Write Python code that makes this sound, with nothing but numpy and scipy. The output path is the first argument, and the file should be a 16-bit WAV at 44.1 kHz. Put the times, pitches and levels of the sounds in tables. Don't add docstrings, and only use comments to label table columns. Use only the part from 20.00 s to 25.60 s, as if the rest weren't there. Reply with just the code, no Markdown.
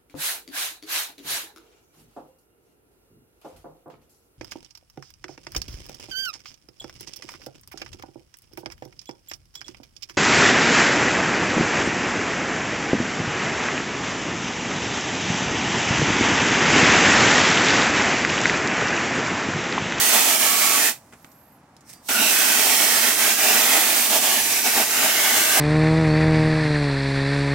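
import sys
import numpy as np
from scipy import signal
from scipy.fft import rfft, irfft, next_fast_len
from scipy.io import wavfile
from scipy.ndimage import map_coordinates

SR = 44100
rng = np.random.default_rng(int(sys.argv[2]) if len(sys.argv) > 2 else 0)


def waveform_to_disk(signal):
    frames = np.transpose(np.atleast_2d(signal))
    scaled = np.clip(frames, -1, 1) * 32767
    samples = np.round(scaled).astype(np.int16)
    wavfile.write(sys.argv[1], SR, samples)


N = 246959

# (f/Hz, relative level/dB per Hz)
MIST_SPECTRUM = [(900, -36.5), (2200, -9.5), (3300, -6), (4200, -2), (5600, 0.5), (7000, 0), (9000, 0.2),
                 (10600, -3), (13200, -0.5), (15800, -3.5)]
SPLASH_SPECTRUM = [(600, -35.5), (1000, -7), (1300, -5), (1700, -2), (2000, -0.5), (2400, -1), (3000, -3),
                   (3700, -5.5), (6000, -35)]
# (f/Hz, width/Hz, relative level/dB)
MESH_LOW_MODES = [(237, 33, 0), (324, 60, -3.5), (430, 77, -3.5)]
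MESH_HIGH_MODES = [(457, 37, -10.5), (633, 76, -1), (777, 80, -.5), (892.5, 42, 0), (1147, 81, -7)]
FRAME_MODES = [(112, 17, 7), (137, 61, -12)]
# (t/s, level/dB)
REACH_CURVE = [(0, 0.96), (0.85, 0.5), (2.1, -0.5), (2.3, 0.73), (3.6, 0.55), (4.5, -0.63), (4.9, -1.5),
               (5.6, 0)]
# (middle t/s, length/s, force level/dB)
SWEEP_ROWS = [(0.16, 0.077, 5.5), (0.314, 0.101, 2), (0.455, 0.079, 3), (0.641, 0.056, 2),
              (2.683, 0.127, 3), (2.835, 0.045, 4), (3.08, 0.026, 6), (3.259, 0.081, 3.5),
              (3.538, 0.19, 5.8), (3.759, 0.12, 6), (4.158, 0.079, 9.5), (4.308, 0.127, 5),
              (4.672, 0.034, 8), (4.802, 0.075, 11), (5.039, 0.07, 7.0), (5.302, 0.24, 4.5),
              (5.568, 0.072, 7)]
SLIP_ROWS = [(0.381, 0.03, -4.5), (0.553, 0.07, -2), (3.156, 0.054, -5.1), (3.361, 0.047, -4.5),
             (4.079, 0.043, -2.5), (4.202, 0.037, -4), (4.466, 0.12, -2.5), (4.624, 0.054, -3),
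             (4.873, 0.069, -4.0)]
# (base level/dB, share of a sweep's dB, share of a slip's dB)
MIST_RESPONSE = (-18.5, 0.23, 0.73)
SPLASH_RESPONSE = (-25, 0.38, 1.12)
DRUM_RESPONSE = (-34.5, 1.0, 1.0)
SWAY_RESPONSE = (-39.5, 0.7, 0.8)
# (start t/s, end t/s, splash level/dB)
BLADE_SHIELD = (2.14, 2.32, -4)
BOOM_DB, BOOM_DB_PER_S = -62.5, 1


def spray():
    flow, fan, leak = trigger()
    reach_db, = curves(REACH_CURVE)
    sweep_db, slip_db = swells(SWEEP_ROWS), swells(SLIP_ROWS)

    def layer_gain(response):
        base_db, sweep_share, slip_share = response
        return amp(base_db + reach_db + sweep_share * sweep_db + slip_share * slip_db)

    shield_start, shield_end, shield_db = BLADE_SHIELD
    shield_gain = amp(shield_db * gate(shield_start, shield_end, fade=.035))
    boom_gain = amp(BOOM_DB + BOOM_DB_PER_S * clock())

    mist_drops = patchy(drops(40000, spread_db=2), depth_db=1.2, width_hz=250, life=.2)
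    mist = coloured(mist_drops, MIST_SPECTRUM)
    splash_drops = patchy(drops(12000, spread_db=2.5), depth_db=2.34, width_hz=110.6, life=0.2177)
    splash = coloured(walls(splash_drops), SPLASH_SPECTRUM)
    drum = resonate(drops(4000, spread_db=3), MESH_HIGH_MODES)
    sway = resonate(drops(2500, spread_db=2.5), MESH_LOW_MODES)
    boom = resonate(drops(2500, spread_db=3.0), FRAME_MODES)

    flutter = wobble(45)
    treble = (fan * layer_gain(MIST_RESPONSE) + leak) * mist
    treble = treble + flow * layer_gain(SPLASH_RESPONSE) * shield_gain * splash
    bass = layer_gain(DRUM_RESPONSE) * drum + layer_gain(SWAY_RESPONSE) * sway + boom_gain * boom
    return treble * amp(.4 * flutter) + flow * bass * amp(1.06 * flutter)


# (valve opens t/s, valve shuts t/s)
TRIGGER_HOLDS = [(-.5, 0.8893), (2.089, 6)]
OPEN_S, SHUT_DB_PER_S = .004, 362
FAN_DB, FAN_S = -3.5, 0.085
LEAK_DB, LEAK_DB_PER_S = -34, 400


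def trigger():
    t = clock()
    flow, fan, leak = np.zeros((3, N))
    for opens, shuts in TRIGGER_HOLDS:
        attack = np.clip(1 + (t - opens) / OPEN_S, 0, 1)
        held = attack * amp(-SHUT_DB_PER_S * np.maximum(t - shuts, 0))
        flow += held
        fan += held * amp(FAN_DB * np.exp(-np.maximum(t - opens, 0) / FAN_S))
        leak += (t < opens) * amp(LEAK_DB - LEAK_DB_PER_S * np.abs(opens - t))
    return flow, fan, leak


def swells(rows):
    t = clock()
    return sum(db / (1 + (2 * (t - middle) / length) ** 4) for middle, length, db in rows)


# (delay t/s, level/dB)
WALL_ECHOES = [(.0031, -21.5), (0.011, -14.5), (0.0197, -17), (0.025, -18)]


def walls(x):
    t = clock()
    out = x.copy()
    for delay, db in WALL_ECHOES:
        heard = t - delay - .00005 * wobble(1.5)
        out += amp(db) * np.array([np.interp(heard, t, channel) for channel in x])
    return out


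# (start t/s, end t/s, f/Hz, width of each filter pass/Hz, level/dB)
RINGING_SPOTS = [(0.384, .85, 1125, 40, -34), (.42, .85, 1295, 110, -36), (0.299, 0.8, 2230, 200, -33.5),
                 (.78, 0.912, 1810, 350, -28), (2.05, 2.283, 1473, 230, -28), (2.14, 2.343, 2720, 400, -25),
                 (2.17, 2.33, 3850, 400, -30), (2.25, 2.657, 1490, 220, -31.5),
                 (2.16, 2.27, 236, 60, -34.5), (2.38, 2.9, 1920, 160, -33),
                 (2.498, 2.951, 3050, 240, -34.5), (4.329, 4.76, 6060, 59.9, -33),
                 (4.72, 5.049, 6130, 80, -36), (5.1, 5.7, 1540, 160, -32), (4.45, 5.7, 1910, 320, -36.5),
                 (4.95, 5.697, 2940, 260, -33)]


def spots():
    out = np.zeros((2, N))
    for start, end, hz, width, db in RINGING_SPOTS:
        across = np.clip((clock() - start) / (end - start), 0, 1)
        arch = 2 * np.sqrt(across * (1 - across))
        band = signal.iirpeak(hz, hz / width, fs=SR)
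        once = signal.lfilter(*band, rng.standard_normal((2, N)))
        ring = signal.lfilter(*band, once)
        out += amp(db) * arch * unit(ring)
    flow, _, _ = trigger()
    return out * flow


# (f/Hz, relative level/dB per Hz); it also colours the yard's runoff
GRIT_SPECTRUM = [(900, -33), (1900, 1), (3200, -7), (5500, 0.5), (8500, 0), (11000, -3.5), (15000, -5)]
# (f/Hz, width/Hz, relative level/dB)
RASP_MODES = [(1860, 300, -1), (5300, 450, 1), (6100, 200, 1), (7950, 500, 1), (8750, 700, -1)]
# (loudest t/s, pressure level/dB, rise/dB per s, fall/dB per s)
DRAG_STROKES = [(1.9, -43, 430, 260), (1.934, -48.5, 900, 200)]
# (t/s, level/dB)
EDGE_CATCHES = [(1.898, -44), (1.931, -36), (1.936, -37)]
# (f/Hz, level/dB, t60/s)
BLADE_MODES = [(3560, -66, .3), (4727, -50, .3), (12370, -54, .2), (13660, -67, .17)]


def scraper():
    grit = coloured(drops(3000, spread_db=1), GRIT_SPECTRUM)
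    steel = resonate(drops(3000, spread_db=4), RASP_MODES)
    t = clock()
    strokes = [amp(db - np.maximum(rise * (s - t), fall * (t - s))) for s, db, rise, fall in DRAG_STROKES]
    pressure = np.max(strokes, axis=0)
    out = pressure * (amp(-2) * grit + amp(-4) * steel)
    crack = coloured(rng.standard_normal((2, N)), GRIT_SPECTRUM)
    for s, db in EDGE_CATCHES:
        age = np.maximum(t - s, 0)
        out += amp(db) * (age > 0) * amp(-60 * age / .016) * crack
    free = np.maximum(t - EDGE_CATCHES[-1][0], 0)
    for hz, db, t60 in BLADE_MODES:
        out[0] += amp(db - 60 * free / t60) * np.sin(2 * np.pi * hz * free)
    return out


# (f/Hz, relative level/dB per Hz)
SOLE_SPECTRUM = [(100, -10), (300, 5), (600, -6), (1000, -6), (2400, -4), (4000, -18), (8000, -11),
                 (14000, -32)]
# (t/s, level/dB, time to fall 40 dB/s, centre f/Hz)
SCUFF_EVENTS = [(1.125, -44, .04, 1500), (1.134, -45, 0.04, 1550), (1.2455, -36.5, .012, 1700),
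                (1.317, -51.5, .025, 7250), (1.766, -47.5, 0.015, 5000), (1.807, -55, .04, 6500)]


def scuffs():
    out = np.zeros((2, N))
    sole = coloured(drops(6000, spread_db=0), SOLE_SPECTRUM)
    sand = drops(12000, spread_db=3)
    for s, db, length, hz in SCUFF_EVENTS:
        age = np.maximum(clock() - s, 0)
        contact = amp(-40 * age / length)
        tail = amp(-15 - 60 * age / .2)
        grit = unit(signal.lfilter(*signal.iirpeak(hz, 2.2, fs=SR), sand))
        weight = np.clip(1300 / hz, 0, 1) ** 2
        out += amp(db) * (age > 0) * (contact + tail) * (weight * sole + (1 - weight) * grit)
    return out


# (t/s, pitch f/Hz, relative level/dB)
WHISTLE_GLIDE = [(1.08, 10200, -74), (1.18, 11400, -66), (1.24, 12900, -58), (1.29, 13250, -58),
                 (1.335, 12600, -56), (1.41, 12900, -54), (1.51, 12550, -56), (1.57, 11700, -59.5),
                 (1.63, 10400, -76)]
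# (pitch ratio, relative level/dB)
WHISTLE_PARTIALS = [(.82, -14), (.875, -12), (.955, -4), (1, -1), (1.035, -7), (1.09, -10)]


def valve():
    pitch_hz, db = curves(WHISTLE_GLIDE)
    whistles = np.zeros((2, N))
    for ratio, line_db in WHISTLE_PARTIALS:
        line_hz = ratio * pitch_hz * (1 + .012 * wobble(26))
        phase = 2 * np.pi * np.cumsum(line_hz) / SR
        waver = np.array([wobble(300), wobble(300)])
        whistles += amp(line_db + 2 * wobble(13.7)) * waver * np.sin(phase)
    air_modes = [(4750, 200, -3), (8100, 500, -7), (12700, 1400, -2)]  # (f/Hz, width/Hz, level/dB)
    air = resonate(rng.standard_normal((2, N)), air_modes)
    audible = gate(WHISTLE_GLIDE[0][0], WHISTLE_GLIDE[-1][0], fade=.02)
    return (whistles + amp(-9) * air) * amp(db - 4) * audible


# (f/Hz, relative level/dB per Hz)
YARD_SPECTRUM = [(20, -35), (50, -13.5), (100, -9), (150, -5), (185, -8.5), (250, -5.5), (430, -16),
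                 (800, -10.5), (1300, -16.5), (2000, -22), (3300, -31), (8000, -34), (15500, -45)]
RUNOFF_DB, RUNOFF_UNTIL_S, RUNOFF_DB_PER_S = -61, 1.23, 50


def yard():
    air = coloured(rng.standard_normal((2, N)), YARD_SPECTRUM)
    runoff = coloured(drops(2500, spread_db=0), GRIT_SPECTRUM)
    runoff_db = RUNOFF_DB - RUNOFF_DB_PER_S * np.maximum(clock() - RUNOFF_UNTIL_S, 0)
    return amp(-54.5) * air + amp(runoff_db) * runoff


# (f/Hz, left-right likeness from 0 to 1)
STEREO_LIKENESS = [(130, 1), (300, 1), (640, 0.93), (1400, 0.67), (3100, 0.39), (7000, .14), (15000, 0.15)]
# (f/Hz, left-minus-right level/dB)
STEREO_LEAN = [(380, 1.5), (700, -1), (1290, 0), (2400, -2.5), (4400, -2), (8100, -6), (15000, -5)]
HALVES = np.array([[.5], [-.5]])


def spread(pair):
    def turn(hz):
        return np.arccos(np.clip(along(STEREO_LIKENESS, hz), -1, 1)) / 2

    def lean(hz):
        lean_db = along(STEREO_LEAN, hz) * np.clip(hz / 300, 0, 1) ** 2
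        lag_points = [(500, 0), (1600, 0.36), (3300, 1.0), (7000, 0.26), (12000, 0)]  # (f/Hz, left lag/rad)
        return amp(lean_db * HALVES) * np.exp(-1j * along(lag_points, hz) * HALVES)

    mid, side = filtered(pair, lambda hz: np.array([np.cos(turn(hz)), np.sin(turn(hz))]))
    return filtered(np.array([mid + side, mid - side]), lean)


def amp(db):
    return 10 ** (np.asarray(db) / 20)


def unit(x):
    return x / np.sqrt(np.mean(x ** 2) + 1e-20)


def clock():
    return np.arange(N) / SR


def along(points, hz):
    f, v = np.transpose(points)
    return np.interp(np.log(hz + 1), np.log(f + 1), v)


def curves(rows):
    s, *cols = np.transpose(rows)
    return [np.interp(clock(), s, c) for c in cols]


def gate(start, end, fade):
    return np.clip(1 + np.minimum(clock() - start, end - clock()) / fade, 0, 1)


def wobble(rate):
    knots = rng.standard_normal(int(N * rate / SR) + 4)
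    return map_coordinates(knots, [clock() * rate])


def filtered(x, response):
    size = next_fast_len(N + SR // 2)
    return irfft(rfft(x, size) * response(np.fft.rfftfreq(size, 1 / SR)), size)[..., :N]


def coloured(x, spectrum):
    return unit(filtered(x, lambda hz: amp(along(spectrum, hz))))


def resonate(x, modes):
    def response(f):
        peaks = 0
        for k, (centre, width, db) in enumerate(modes):
            sign = (-1) ** k
            peaks = peaks + sign * amp(db) * 1j * f * width / (centre ** 2 - f ** 2 + 1j * f * width)
        upper_skirt = 1 + (f / (1.68 * modes[-1][0])) ** 4
        lower_skirt = 1 + (0.68 * modes[0][0] / (f + 1)) ** 6
        return peaks / upper_skirt / lower_skirt
    return unit(filtered(x, response))


def drops(rate, spread_db):
    hits = rng.poisson(rate / SR, (2, N))
    polarity = rng.choice([-1, 1], (2, N))
    size = amp(spread_db * rng.standard_normal((2, N)))
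    return unit(np.sqrt(hits) * polarity * size)


def patchy(x, depth_db, width_hz, life):
    hz, t, z = signal.stft(x, SR, nperseg=1024)
    places = np.meshgrid(hz / width_hz, t / life, indexing="ij")
    field = map_coordinates(rng.standard_normal((256, 256)), places, order=1, mode="mirror")
    return signal.istft(z * amp(depth_db * unit(field)), nperseg=1024)[1][:, :N]


# (t/s, left-minus-right level/dB)
SPRAY_DRIFT = [(0, -0.5), (2.3, -0.5), (3.2, -0.5), (4.2, 0.2), (5, 1.5)]


def scene():
    drift_db, = curves(SPRAY_DRIFT)
    pair = spread(spray() + spots() + scraper() + scuffs() + valve() + yard())
    bass = filtered(pair, lambda hz: 1 / (1 + (hz / 700) ** 4))
    return bass + (pair - bass) * amp(drift_db * HALVES)


TOP_HZ = 16000


def record(dry):
    return filtered(dry, lambda hz: np.clip((TOP_HZ - hz) / 200, 0, 1) ** 2)


dry = scene()
out = record(dry)
waveform_to_disk(out)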